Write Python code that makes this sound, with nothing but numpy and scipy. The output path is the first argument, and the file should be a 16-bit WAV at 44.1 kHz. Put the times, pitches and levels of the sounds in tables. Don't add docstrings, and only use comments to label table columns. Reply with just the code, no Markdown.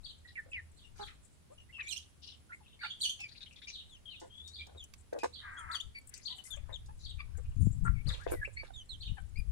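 import sys
import numpy as np
from scipy import signal
from scipy.fft import rfft, irfft
from scipy.io import wavfile

SR = 44100
rng = np.random.default_rng(int(sys.argv[2]) if len(sys.argv) > 2 else 0)


def pcm_store(signal):
    levels = np.round(np.clip(np.atleast_2d(signal), -1, 1) * 32767)
    wavfile.write(sys.argv[1], SR, levels.astype(np.int16).T)


N = 419391
LEFT_LAG_MS = .92


def amp(db):
    return 10 ** (np.asarray(db, float) / 20)


def unit_rms(x):
    return x / np.sqrt(np.mean(x ** 2, axis=-1, keepdims=True) + 1e-20)


def band(x, low_hz, high_hz, order=2):
    sos = signal.butter(order, [low_hz, min(high_hz, 19000)], "band", fs=SR, output="sos")
    return signal.sosfilt(sos, x)


def curves(rows):
    times, *columns = np.transpose(rows)
    return [np.interp(np.arange(N) / SR, times, column) for column in columns]


def coloured(x, points):
    hz, level_db = np.transpose(points)
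    bin_hz = np.maximum(np.arange(N // 2 + 1) * SR / N, 1)
    gain = amp(np.interp(np.log(bin_hz), np.log(hz), level_db))
    return unit_rms(irfft(rfft(x) * gain, N))


def wobble(size, per_s):
    points = rng.standard_normal(size // 20 + 3)
    return np.interp(np.arange(size) * min(per_s, 2000) / SR, np.arange(len(points)), points)


def swell(size, skew):
    return np.sin(np.pi * np.linspace(0, 1, size) ** skew) ** 0.67


def grains(size):
    clicks = rng.standard_normal(size) * amp(1.5 * np.minimum(rng.exponential(1, size), 5))
    return clicks * (rng.random(size) < .15) * amp(8.4 * wobble(size, 64))


def place(bus, start, x, pan_db, echo_db):
    lag_s = (LEFT_LAG_MS + .2 * rng.standard_normal()) / 1000
    for row, delay, gain_db in ((0, lag_s, min(pan_db, 0)), (1, 0, -max(pan_db, 0)), (2, 0, echo_db)):
        at = round((start + delay) * SR)
        bus[row, at:at + len(x)] += amp(gain_db) * x[:N - at]


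def ambience():
    # frequency in Hz, relative density in dB.
    spectrum = [(18, -102), (30, -8.5), (59, 0), (88, -1), (467, -19.5), (921, -24.5), (3230, -28),
                (5040, -30.5), (10200, -32), (11900, -40), (15500, -42.5)]
    coherence = 0.05
    noise = coloured(rng.standard_normal((3, N)), spectrum)
    common = np.array([np.roll(noise[0], round(LEFT_LAG_MS * SR / 1000)), noise[0]])
    bed = np.sqrt(coherence) * common + np.sqrt(1 - coherence) * noise[1:]
    flicker = amp(-77.5 + 5.7 * wobble(N, 21))
    stirring = unit_rms(band(np.array([grains(N), grains(N)]), 7150, 8710))
    return amp(-63) * bed + flicker * stirring * amp([[0], [-6]])


def whine():
    sag_hz_per_s, width_hz = 7.5, 18
    hz = 10385 - sag_hz_per_s * np.arange(N) / SR + width_hz * (wobble(N, 68) + wobble(N, 1.5))
    tone = np.sin(np.cumsum(hz) * 2 * np.pi / SR)
    return tone * amp(-76 + 3.5 * wobble(N, 30)) * amp([[-24], [0]])


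def engine_drone():
    # time in seconds, level in dB.
    envelope = [(0.0, -83), (0.12, -59.5), (0.51, -74), (0.62, -50), (0.89, -81), (1.57, -89),
                (1.58, -63.5), (3.85, -77.5), (4.74, -53), (4.9, -69), (5.74, -62), (6.4, -87)]
    centre_hz, half_width_hz = 75.7, 6.2
    db, = curves(envelope)
    hum = band(rng.standard_normal(N), centre_hz - half_width_hz, centre_hz + half_width_hz)
    return amp(db) * unit_rms(hum)


def wind():
    # time in seconds, level in dB, pan in dB.
    gusts = [(0.0, -66.5, 14), (2.19, -80.5, 3), (3.33, -76, 2), (4.81, -68, 7), (5.37, -63, 12),
             (5.58, -67, -14), (5.66, -46, 36), (5.74, -75, 7), (5.87, -49, 20.0), (5.95, -68, 4),
             (6.48, -74, -2), (6.54, -47, 15), (6.72, -45.5, 35), (6.8, -58.5, 1), (6.88, -52.5, 2.5),
             (7.41, -45, 19), (7.49, -37, 3), (7.54, -52, 3), (7.59, -35.5, 32), (7.64, -31, 28),
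             (7.75, -39, 12), (7.88, -33.5, 39), (8.04, -42.5, 22.5), (8.07, -34, 41), (8.15, -43.5, -16),
             (8.23, -49.5, -32), (8.39, -40.5, 5), (8.44, -48, -20), (8.89, -60.5, -6), (9.13, -35.5, 22),
             (9.18, -53, 18), (9.23, -41.5, 36), (9.31, -56.5, 23), (9.39, -35.5, 42.5), (9.45, -48.5, 25),
             (9.5, -41.5, 33)]
    bright_gust_db = -29.5
    db, pan_db = curves(gusts)
    port_level = amp(db) * 2 / np.sqrt(1 + amp(2 * np.array([-pan_db, pan_db])))
    lightness = np.clip((-48 - db) / 12, 0, 1)
    lumps_db = [7.7 * lightness * wobble(N, 5.6) + 1.9 * wobble(N, 22) for side in range(2)]
    low = coloured(rng.standard_normal((2, N)),
                   [(12, 1.0), (30, -2), (60, 4.0), (110, -6.0), (200, -27.5), (400, -65.5)])
    high = coloured(rng.standard_normal((2, N)),
                    [(40, -0.5), (110, 10.5), (170, 4.5), (300, -19.5), (500, -46), (900, -99)])
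    brightness = 0.67 * np.clip(port_level / amp(bright_gust_db), 0, 1.3) ** 2
    return port_level * amp(lumps_db) * (low + brightness * high)


def wind_pops():
    # start in seconds, level in dB, swing frequency in Hz.
    pushes = [(7.565, -20.5, 84), (7.609, -15.5, 94.4), (7.6702, -13.5, 156), (7.892, -15.5, 54)]
    bus, t = np.zeros((2, N)), np.arange(SR // 10) / SR
    for start, db, hz in pushes:
        envelope = 7 * hz * t * np.exp(-2.5 * hz * t)
        bus[0, round(start * SR):][:len(t)] += amp(db) * envelope * np.sin(2 * np.pi * hz * t)
    return bus


def wall_echoes(x):
    tail_t60_s, early_t60_s = 0.41, 0.15
    t = np.arange(SR // 2) / SR
    decay = amp(-60 * t / tail_t60_s) + 3.6 * amp(-60 * t / early_t60_s)
    response = rng.standard_normal((2, len(t))) * decay * np.minimum(t / 0.0088, 1)
    response /= np.sqrt(np.sum(response ** 2, axis=1, keepdims=True))
    return signal.fftconvolve(x[None], response, axes=1)[:, :N]


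def syrinx(hz, level, overtones_db, rasp, waver):
    size = len(hz)
    phase = np.cumsum(hz * (1 + waver * wobble(size, 155))) * 2 * np.pi / SR
    tone = np.sin(phase) + sum(amp(db) * np.sin(k * phase) for k, db in enumerate(overtones_db, 2))
    flutter = amp(3.1 * wobble(size, 163))
    roughness = 1 + rasp * wobble(size, 900)
    return tone * level * flutter * roughness


def harsh_voice(hz, level, second_db):
    return syrinx(hz, level, [second_db, second_db - 20], rasp=.5, waver=.022)


def chirp(syllables, second_db, pitch_factor):
    slide_curl = 2.2
    out = np.zeros(SR // 6)
    for start, rise, fall, start_hz, top_hz, end_hz, db in syllables:
        leap = np.linspace(start_hz, top_hz, round(rise * SR))
        slide = end_hz + (top_hz - end_hz) * np.linspace(1, 0, round(fall * SR)) ** slide_curl
        hz = pitch_factor * np.r_[leap, slide]
        level = amp(db) * swell(len(hz), 1.1)
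        breath = unit_rms(band(rng.standard_normal(len(hz)), 4600, 11500, order=4))
        syllable = harsh_voice(hz, level, second_db) + amp(second_db - 9) * level * breath
        out[round(start * SR):][:len(hz)] += syllable
    return out


def sparrows():
    # offset, rise and fall in seconds, start, top and end pitch
    # in Hz before transposition, relative level in dB.
    short_chirp = [(0, .018, .023, 3720, 4600, 3156, 9), (.047, .018, 0.0196, 3097, 3976, 2984, 6.5)]
    long_chirp = [(0, .012, .058, 2878, 4550, 2950, 3.1), (.034, .008, 0.022, 4260, 4490, 4427, 0.44),
                  (.086, 0.0168, .005, 2725, 3567, 3000, 3.8)]
    # start in seconds, level in dB, pitch factor, then second harmonic,
    # pan and echo in dB.
    short_calls = [(0.031, -52.5, 1.02, -22.5, 24, -2.5), (0.759, -79, 0.97, -22, 6, 13),
                   (1.005, -54, 1.005, -23, 10, -4.5), (3.724, -56.5, 0.98, -26.5, 19, 5.5),
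                   (4.089, -63, 0.95, -41, 20, 4.5), (4.531, -55, 1.04, -27, 11, 0.5),
                   (5.327, -52.5, 1, -31, -19, 0.5), (6.25, -42.5, 1.01, -26.5, 20, -5),
                   (7.034, -52.5, 1.02, -31, 10, -2.5), (8.066, -47, 1.063, -17.5, 16, -6.5),
                   (9.0, -53, 0.97, -24, 4, 1)]
    long_calls = [(1.876, -40.5, 0.94, -4.5, -19, -10), (2.805, -56, 1.02, -23, 2, 10),
                  (3.003, -35, 1.0, -9, -2, -3.5), (5.711, -38.5, 1.018, -14, 10, -12)]
    bus = np.zeros((3, N))
    for syllables, calls in ((short_chirp, short_calls), (long_chirp, long_calls)):
        for start, db, pitch_factor, second_db, pan_db, echo_db in calls:
            place(bus, start, amp(db) * chirp(syllables, second_db, pitch_factor), pan_db, echo_db)
    return bus


def patchy_noise(low_hz, high_hz, size):
    edges = np.geomspace(low_hz, high_hz, num=6)
    return unit_rms(sum(unit_rms(band(grains(size), low, high)) * amp(7 * wobble(size, 40))
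                        for low, high in zip(edges, edges[1:])))


def rustles():
    # start and length in seconds, level in dB, band edges in Hz, pan in dB.
    stirrings = [(0.274, 0.063, -57, 2860, 5300, 6), (0.955, 0.16, -56.5, 1020, 10500, 2),
                 (1.779, 0.054, -50.5, 1120, 3770, 0), (1.828, 0.22, -54, 3070, 8850, 1),
                 (2.215, 0.14, -49.5, 2800, 5800, 10), (2.618, 0.16, -63.5, 2640, 3700, 4),
                 (2.807, 0.052, -44, 1330, 2690, -4), (3.671, 0.054, -47.5, 2480, 6300, 4),
                 (5.579, 0.037, -55, 6000, 9500, 12), (6.076, 0.21, -65, 1490, 3920, 6),
                 (6.214, 0.061, -54.5, 4280, 7360, 23), (6.264, 0.48, -66, 656, 2870, 36),
                 (6.355, 0.043, -59, 6360, 12900, 16), (6.437, 0.064, -48.5, 4460, 11000, 25),
                 (6.678, 0.056, -59, 607, 2210, 11), (6.99, 0.073, -58.5, 3770, 7360, 7),
                 (7.181, 0.035, -52, 1520, 2560, 1), (7.241, 0.35, -69.5, 900, 3000, 6),
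                 (7.543, 0.24, -59, 6500, 9600, 24), (7.839, 0.037, -54.5, 6500, 10300, 8),
                 (7.871, 0.014, -47, 1420, 2320, 0), (8.042, 0.22, -52, 790, 9800, 27),
                 (8.272, 0.079, -47, 1550, 12300, 5), (8.621, 0.071, -59.5, 1060, 6600, 2)]
    bus = np.zeros((3, N))
    for start, length, db, low_hz, high_hz, pan_db in stirrings:
        size = round(length * SR)
        rustle = swell(size, 0.84) * patchy_noise(low_hz, high_hz, size)
        place(bus, start, amp(db) * rustle, pan_db, echo_db=-8)
    return bus


def raspy_chatter():
    # start in seconds, level in dB, whistle pitch in Hz.
    notes = [(3.277, -55.5, 4050), (3.311, -54, 4340), (3.351, -48, 4130), (3.404, -43.5, 3850),
             (3.459, -53.5, 3130), (3.509, -56, 2650), (3.559, -51, 3620), (3.617, -47, 3620)]
    bus, size = np.zeros((3, N)), SR // 24
    for start, db, hz in notes:
        whistle = unit_rms(band(grains(size), 0.92 * hz, 1.083 * hz))
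        note = whistle + 0.32 * patchy_noise(1560, 6440, size)
        place(bus, start, amp(db) * swell(size, 0.4) * note, pan_db=8, echo_db=-12)
    return bus


def grain_ticks():
    # start in seconds, level in dB, the grains' T60 in seconds,
    # pan in dB, lower band edge in Hz.
    contacts = [(3.201, -47, 0.13, -1, 3000), (4.1978, -56, 0.21, 0, 3460), (4.4754, -47.5, 0.14, 3, 3360),
                (4.6675, -51.5, 0.041, 1, 2960), (4.838, -44, 0.041, 2, 5950),
                (4.9368, -41.5, 0.032, -6, 1230), (5.13, -49.5, 0.045, 0, 2000),
                (5.1861, -47, 0.12, 11, 2000), (5.233, -43.5, 0.17, 0.5, 1940),
                (5.985, -54.5, .05, -1, 8800), (6.071, -45, 0.069, 12, 7360), (6.092, -41, 0.033, 16, 7260),
                (6.138, -43, 0.17, 8.5, 4400), (6.1757, -44.5, 0.054, 8, 5800),
                (6.4372, -51, 0.097, 11, 6060), (6.504, -46, 0.064, 15, 8850),
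                (6.5588, -49, 0.073, 20, 6200), (6.858, -58, 0.11, 5, 3850), (7.372, -50, 0.069, 5, 6460),
                (8.233, -56.5, 0.14, 17, 3030), (9.386, -52.5, 0.083, -8, 8640)]
    crack_db, crack_t60_s = -7, .02
    bus, t = np.zeros((3, N)), np.arange(SR // 5) / SR
    for start, db, t60, pan_db, low_hz in contacts:
        clicks = .6 * unit_rms(grains(len(t))) + rng.standard_normal(len(t))
        crack = amp(crack_db - 60 * t / crack_t60_s) * unit_rms(band(clicks, low_hz, 19000, order=4))
        spill = unit_rms(band(clicks, low_hz, max(8500, 1.35 * low_hz), order=4))
        spill *= amp(-60 * t / t60) * np.minimum(t / 0.002, 1)
        place(bus, start, amp(db) * (crack + spill), pan_db, echo_db=-30)
    return bus


def trough_knocks():
    # frequency in Hz, relative level in dB, T60 in seconds.
    modes = [(411, 12, 0.023), (509, 17, 0.027), (633, 12, 0.021), (860, 12, 0.014), (1150, 6.5, 0.014),
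             (1550, 7.5, 0.014), (2070, -2, 0.021)]
    # start in seconds, level and pan in dB,
    # the rattle's time scale in seconds.
    blows = [(0.46, -67, -2, 0.043), (4.215, -55, 0.5, 0.066), (4.671, -64, 3.5, 0.075),
             (4.747, -58.5, 11, 0.03), (5.126, -45.5, 2, 0.065), (5.232, -36.5, -0.5, 0.028),
             (6.691, -62, 2, 0.055), (7.379, -62.5, -3, 0.026), (7.842, -60, 1.5, 0.03),
             (8.071, -62, -10, 0.13), (8.264, -35, 13, 0.004), (8.274, -48.5, 1.5, 0.07),
             (8.318, -39.5, 2, 0.03), (8.475, -60, -17, 0.018), (8.633, -50, -43, 0.0065)]
    bounces_per_s = 1500
    bus, t, rattle_t = np.zeros((3, N)), np.arange(SR // 10) / SR, np.arange(SR // 5) / SR
    hz, mode_db, t60 = np.transpose(modes)[:, :, None]
    for start, db, pan_db, rattle_s in blows:
        level_scatter, pitch_scatter = rng.standard_normal((2, *hz.shape))
        envelopes = amp(mode_db + 1.5 * level_scatter - 60 * t / t60) * np.minimum(t / 0.0016, 1)
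        ring = np.sum(envelopes * np.sin(2 * np.pi * hz * (1 + 0.074 * pitch_scatter) * t), axis=0)
        force = rng.standard_normal(len(rattle_t)) * (rng.random(len(rattle_t)) < bounces_per_s / SR)
        force *= 0.32 * np.clip(1.3 - rattle_t / rattle_s, 0, 1)
        force[0] = 1
        knock = band(signal.fftconvolve(force, ring), 312, 8000, order=4)
        place(bus, start, amp(db) * knock, pan_db, echo_db=-22)
    return bus


def hen_croak():
    # time in seconds, throat resonance in Hz, level in dB.
    course = [(5.389, 2100, -71), (5.454, 1598, -46), (5.559, 1566, -49.5), (5.599, 1317, -48.5),
              (5.72, 1333, -46.5), (5.747, 1367, -40), (5.774, 1290, -57.5), (5.83, 1296, -93)]
    pulse_hz, start, end = 390, course[0][0], course[-1][0]
    throat_hz, db = (curve[round(start * SR):round(end * SR)] for curve in curves(course))
    bus, size = np.zeros((3, N)), len(db)
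    cycles = np.cumsum(pulse_hz * (1 + .15 * wobble(size, 60))) / SR
    ringing = np.sin(np.cumsum(throat_hz * (1 + .04 * wobble(size, 60))) * 2 * np.pi / SR)
    pulses = np.exp(-1.8 * (cycles % 1)) * amp(4.5 * wobble(size, 70))
    breath = unit_rms(band(rng.standard_normal(size), 950, 2200))
    croak = band(unit_rms(pulses * ringing) + .8 * breath, 750, 2250, order=4)
    place(bus, start, amp(db) * croak, pan_db=4, echo_db=-12)
    return bus


def hen_warble():
    start, length, first_top_s = 1.058, .068, 0.0205
    centre_hz, swing_hz, swings_per_s = 1960, 727, 37
    bus, t = np.zeros((3, N)), np.arange(round(length * SR)) / SR
    swing = np.cos(2 * np.pi * swings_per_s * (t - first_top_s))
    level = amp(-54 - 1.5 * swing) * swell(len(t), 0.88)
    squeak = harsh_voice(centre_hz + swing_hz * swing, level, second_db=-15)
    place(bus, start, squeak, pan_db=3, echo_db=-5.5)
    return bus


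def hen_clucks():
    # start and length in seconds, start and end pitch in Hz, then level,
    # second harmonic and pan in dB.
    clucks = [(0.993, 0.052, 398, 424, -46, 3.5, -3), (1.791, 0.021, 1936, 1680, -39, -30, 13),
              (1.5, 0.046, 516, 625, -51.5, -13.5, 4), (2.492, 0.051, 1418, 1370, -49.5, -25, -1),
              (2.602, 0.031, 930, 766, -59, -22, 8), (2.836, 0.031, 887, 847, -47, 3, 6),
              (2.829, 0.042, 1442, 1374, -39.5, -10, -5), (3.194, 0.03, 750, 860, -58.5, -4, -1),
              (6.298, 0.05, 924, 1046, -57, -7, 18), (6.449, 0.037, 2040, 2080, -50, -23, 6),
              (6.369, 0.056, 753, 754, -56.5, -26, 3), (6.53, 0.034, 1630, 1690, -55, -10, 16),
              (6.567, 0.022, 590, 560, -51, -13, 14), (6.884, 0.035, 811, 883, -50.5, -15, 1),
              (7.193, 0.03, 1186, 1183, -49, 7, 5.0), (7.85, 0.043, 1376, 1407, -30.5, -45, 12.5),
              (8.194, 0.074, 1230, 2070, -48, -30, 25), (8.683, 0.033, 815, 777, -51.5, -14, -6),
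              (9.168, 0.039, 814, 780, -51, 3.5, 9)]
    bus = np.zeros((3, N))
    for start, length, start_hz, end_hz, db, second_db, pan_db in clucks:
        hz = np.linspace(start_hz, end_hz, round(length * SR))
        overtones_db = [second_db, second_db - 13, second_db - 15]
        cluck = syrinx(hz, amp(db) * swell(len(hz), 0.8), overtones_db, rasp=.35, waver=.04)
        place(bus, start, cluck, pan_db, echo_db=-16)
    return bus


def hen_peeps():
    # start and length in seconds, the glide's start and end in Hz, arch above
    # the glide in percent, then level, second harmonic and pan in dB.
    peeps = [(.246, 0.03, 1910, 1950, -1, -51, -23, -5), (0.283, 0.035, 1876, 1910, 0, -55, -16, 1),
             (.355, 0.062, 2320, 1790, -6.5, -36, -43, -4), (0.516, 0.093, 2600, 1798, 4.5, -39, -31, 0.5),
             (0.529, 0.052, 3150, 2450, -1, -45, -38, 2), (0.353, 0.05, 2860, 2140, 3, -54.5, -38, 1),
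             (0.834, 0.058, 2840, 2820, -0.2, -56, -19, 22), (1.577, 0.062, 2900, 2760, 0.5, -56, -19, 5),
             (1.691, 0.033, 1990, 2190, 1, -55, -32, -5), (1.726, 0.083, 2785, 2500, 1, -44, -28, 7),
             (1.731, 0.064, 3150, 2790, 2, -51.5, -36, 1), (1.787, 0.041, 2516, 2320, 6, -38, -49, 3),
             (1.832, 0.077, 2240, 2505, -3, -44, -28, 2.5), (2.52, 0.033, 1923, 2140, 5.5, -42, -34, -1),
             (2.791, 0.05, 2155, 2250, 4.5, -50, -7, 5), (2.848, 0.028, 2124, 2260, 8.5, -34.5, -17, -6.5),
             (3.193, 0.083, 2686, 2316, 3, -43, -13, 1), (3.668, 0.044, 2305, 2310, 5.5, -42.5, -9, 6),
             (3.884, .1, 3910, 2950, -1, -52, -13, 6), (4.054, 0.11, 3210, 2540, 9.5, -43, -46, 14),
             (4.295, 0.25, 3180, 3845, -1.5, -49, -26, 9), (4.591, 0.053, 2393, 2434, -2, -45, -16, -3),
             (4.771, 0.083, 3860, 3010, -1.5, -49, -15, 2), (5.188, 0.069, 2433, 2510, 1.5, -48, -10, 5),
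             (5.567, 0.052, 3200, 3010, 6, -49, -15, 7), (5.946, 0.047, 2254, 2225, 1, -43, -9, 3),
             (6.382, 0.029, 3140, 3000, -1.5, -41.5, -24, 21),
             (6.504, 0.057, 3590, 3050, 4.5, -36, -11, 35), (6.725, 0.05, 3670, 2850, 11.5, -41.5, -18, 15),
             (7.948, 0.078, 2420, 2420, -8.5, -52.5, -34, 7), (8.341, 0.1, 2080, 1960, -4, -50.5, -38, 14),
             (8.413, 0.036, 1774, 1683, -2, -36, -42, -4.5), (8.441, 0.03, 1780, 2575, 10, -38, -31.5, 5),
             (8.562, 0.066, 2084, 2180, 7, -41.5, -10, 1), (8.735, 0.1, 3690, 2975, 2, -47, -14.5, -1.5),
             (8.891, 0.073, 4320, 3120, -0.5, -41, -20.5, -10),
             (9.354, 0.062, 2180, 2290, 9, -48.5, -8.5, 7)]
    bus = np.zeros((3, N))
    for start, length, start_hz, end_hz, arch, db, second_db, pan_db in peeps:
        along = np.linspace(0, 1, round(length * SR))
        glide_hz = np.interp(along, [.05, .85], [start_hz, end_hz])
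        hz = glide_hz * (1 + arch / 100 * np.sin(np.pi * along))
        peep = syrinx(hz, amp(db) * swell(len(hz), .75), [second_db], rasp=.32, waver=.018)
        place(bus, start, peep, pan_db, echo_db=-16)
    return bus


def scene():
    voices = hen_peeps() + hen_clucks() + hen_warble() + sparrows() + hen_croak()
    near = voices + trough_knocks() + grain_ticks() + rustles() + raspy_chatter()
    return near[:2] + wall_echoes(near[2]) + wind() + wind_pops() + engine_drone() + ambience() + whine()


def record(dry):
    stopband_hz = 16300
    return signal.sosfilt(signal.cheby2(14, 50, stopband_hz, fs=SR, output="sos"), dry)


dry = scene()
out = record(dry)
pcm_store(out)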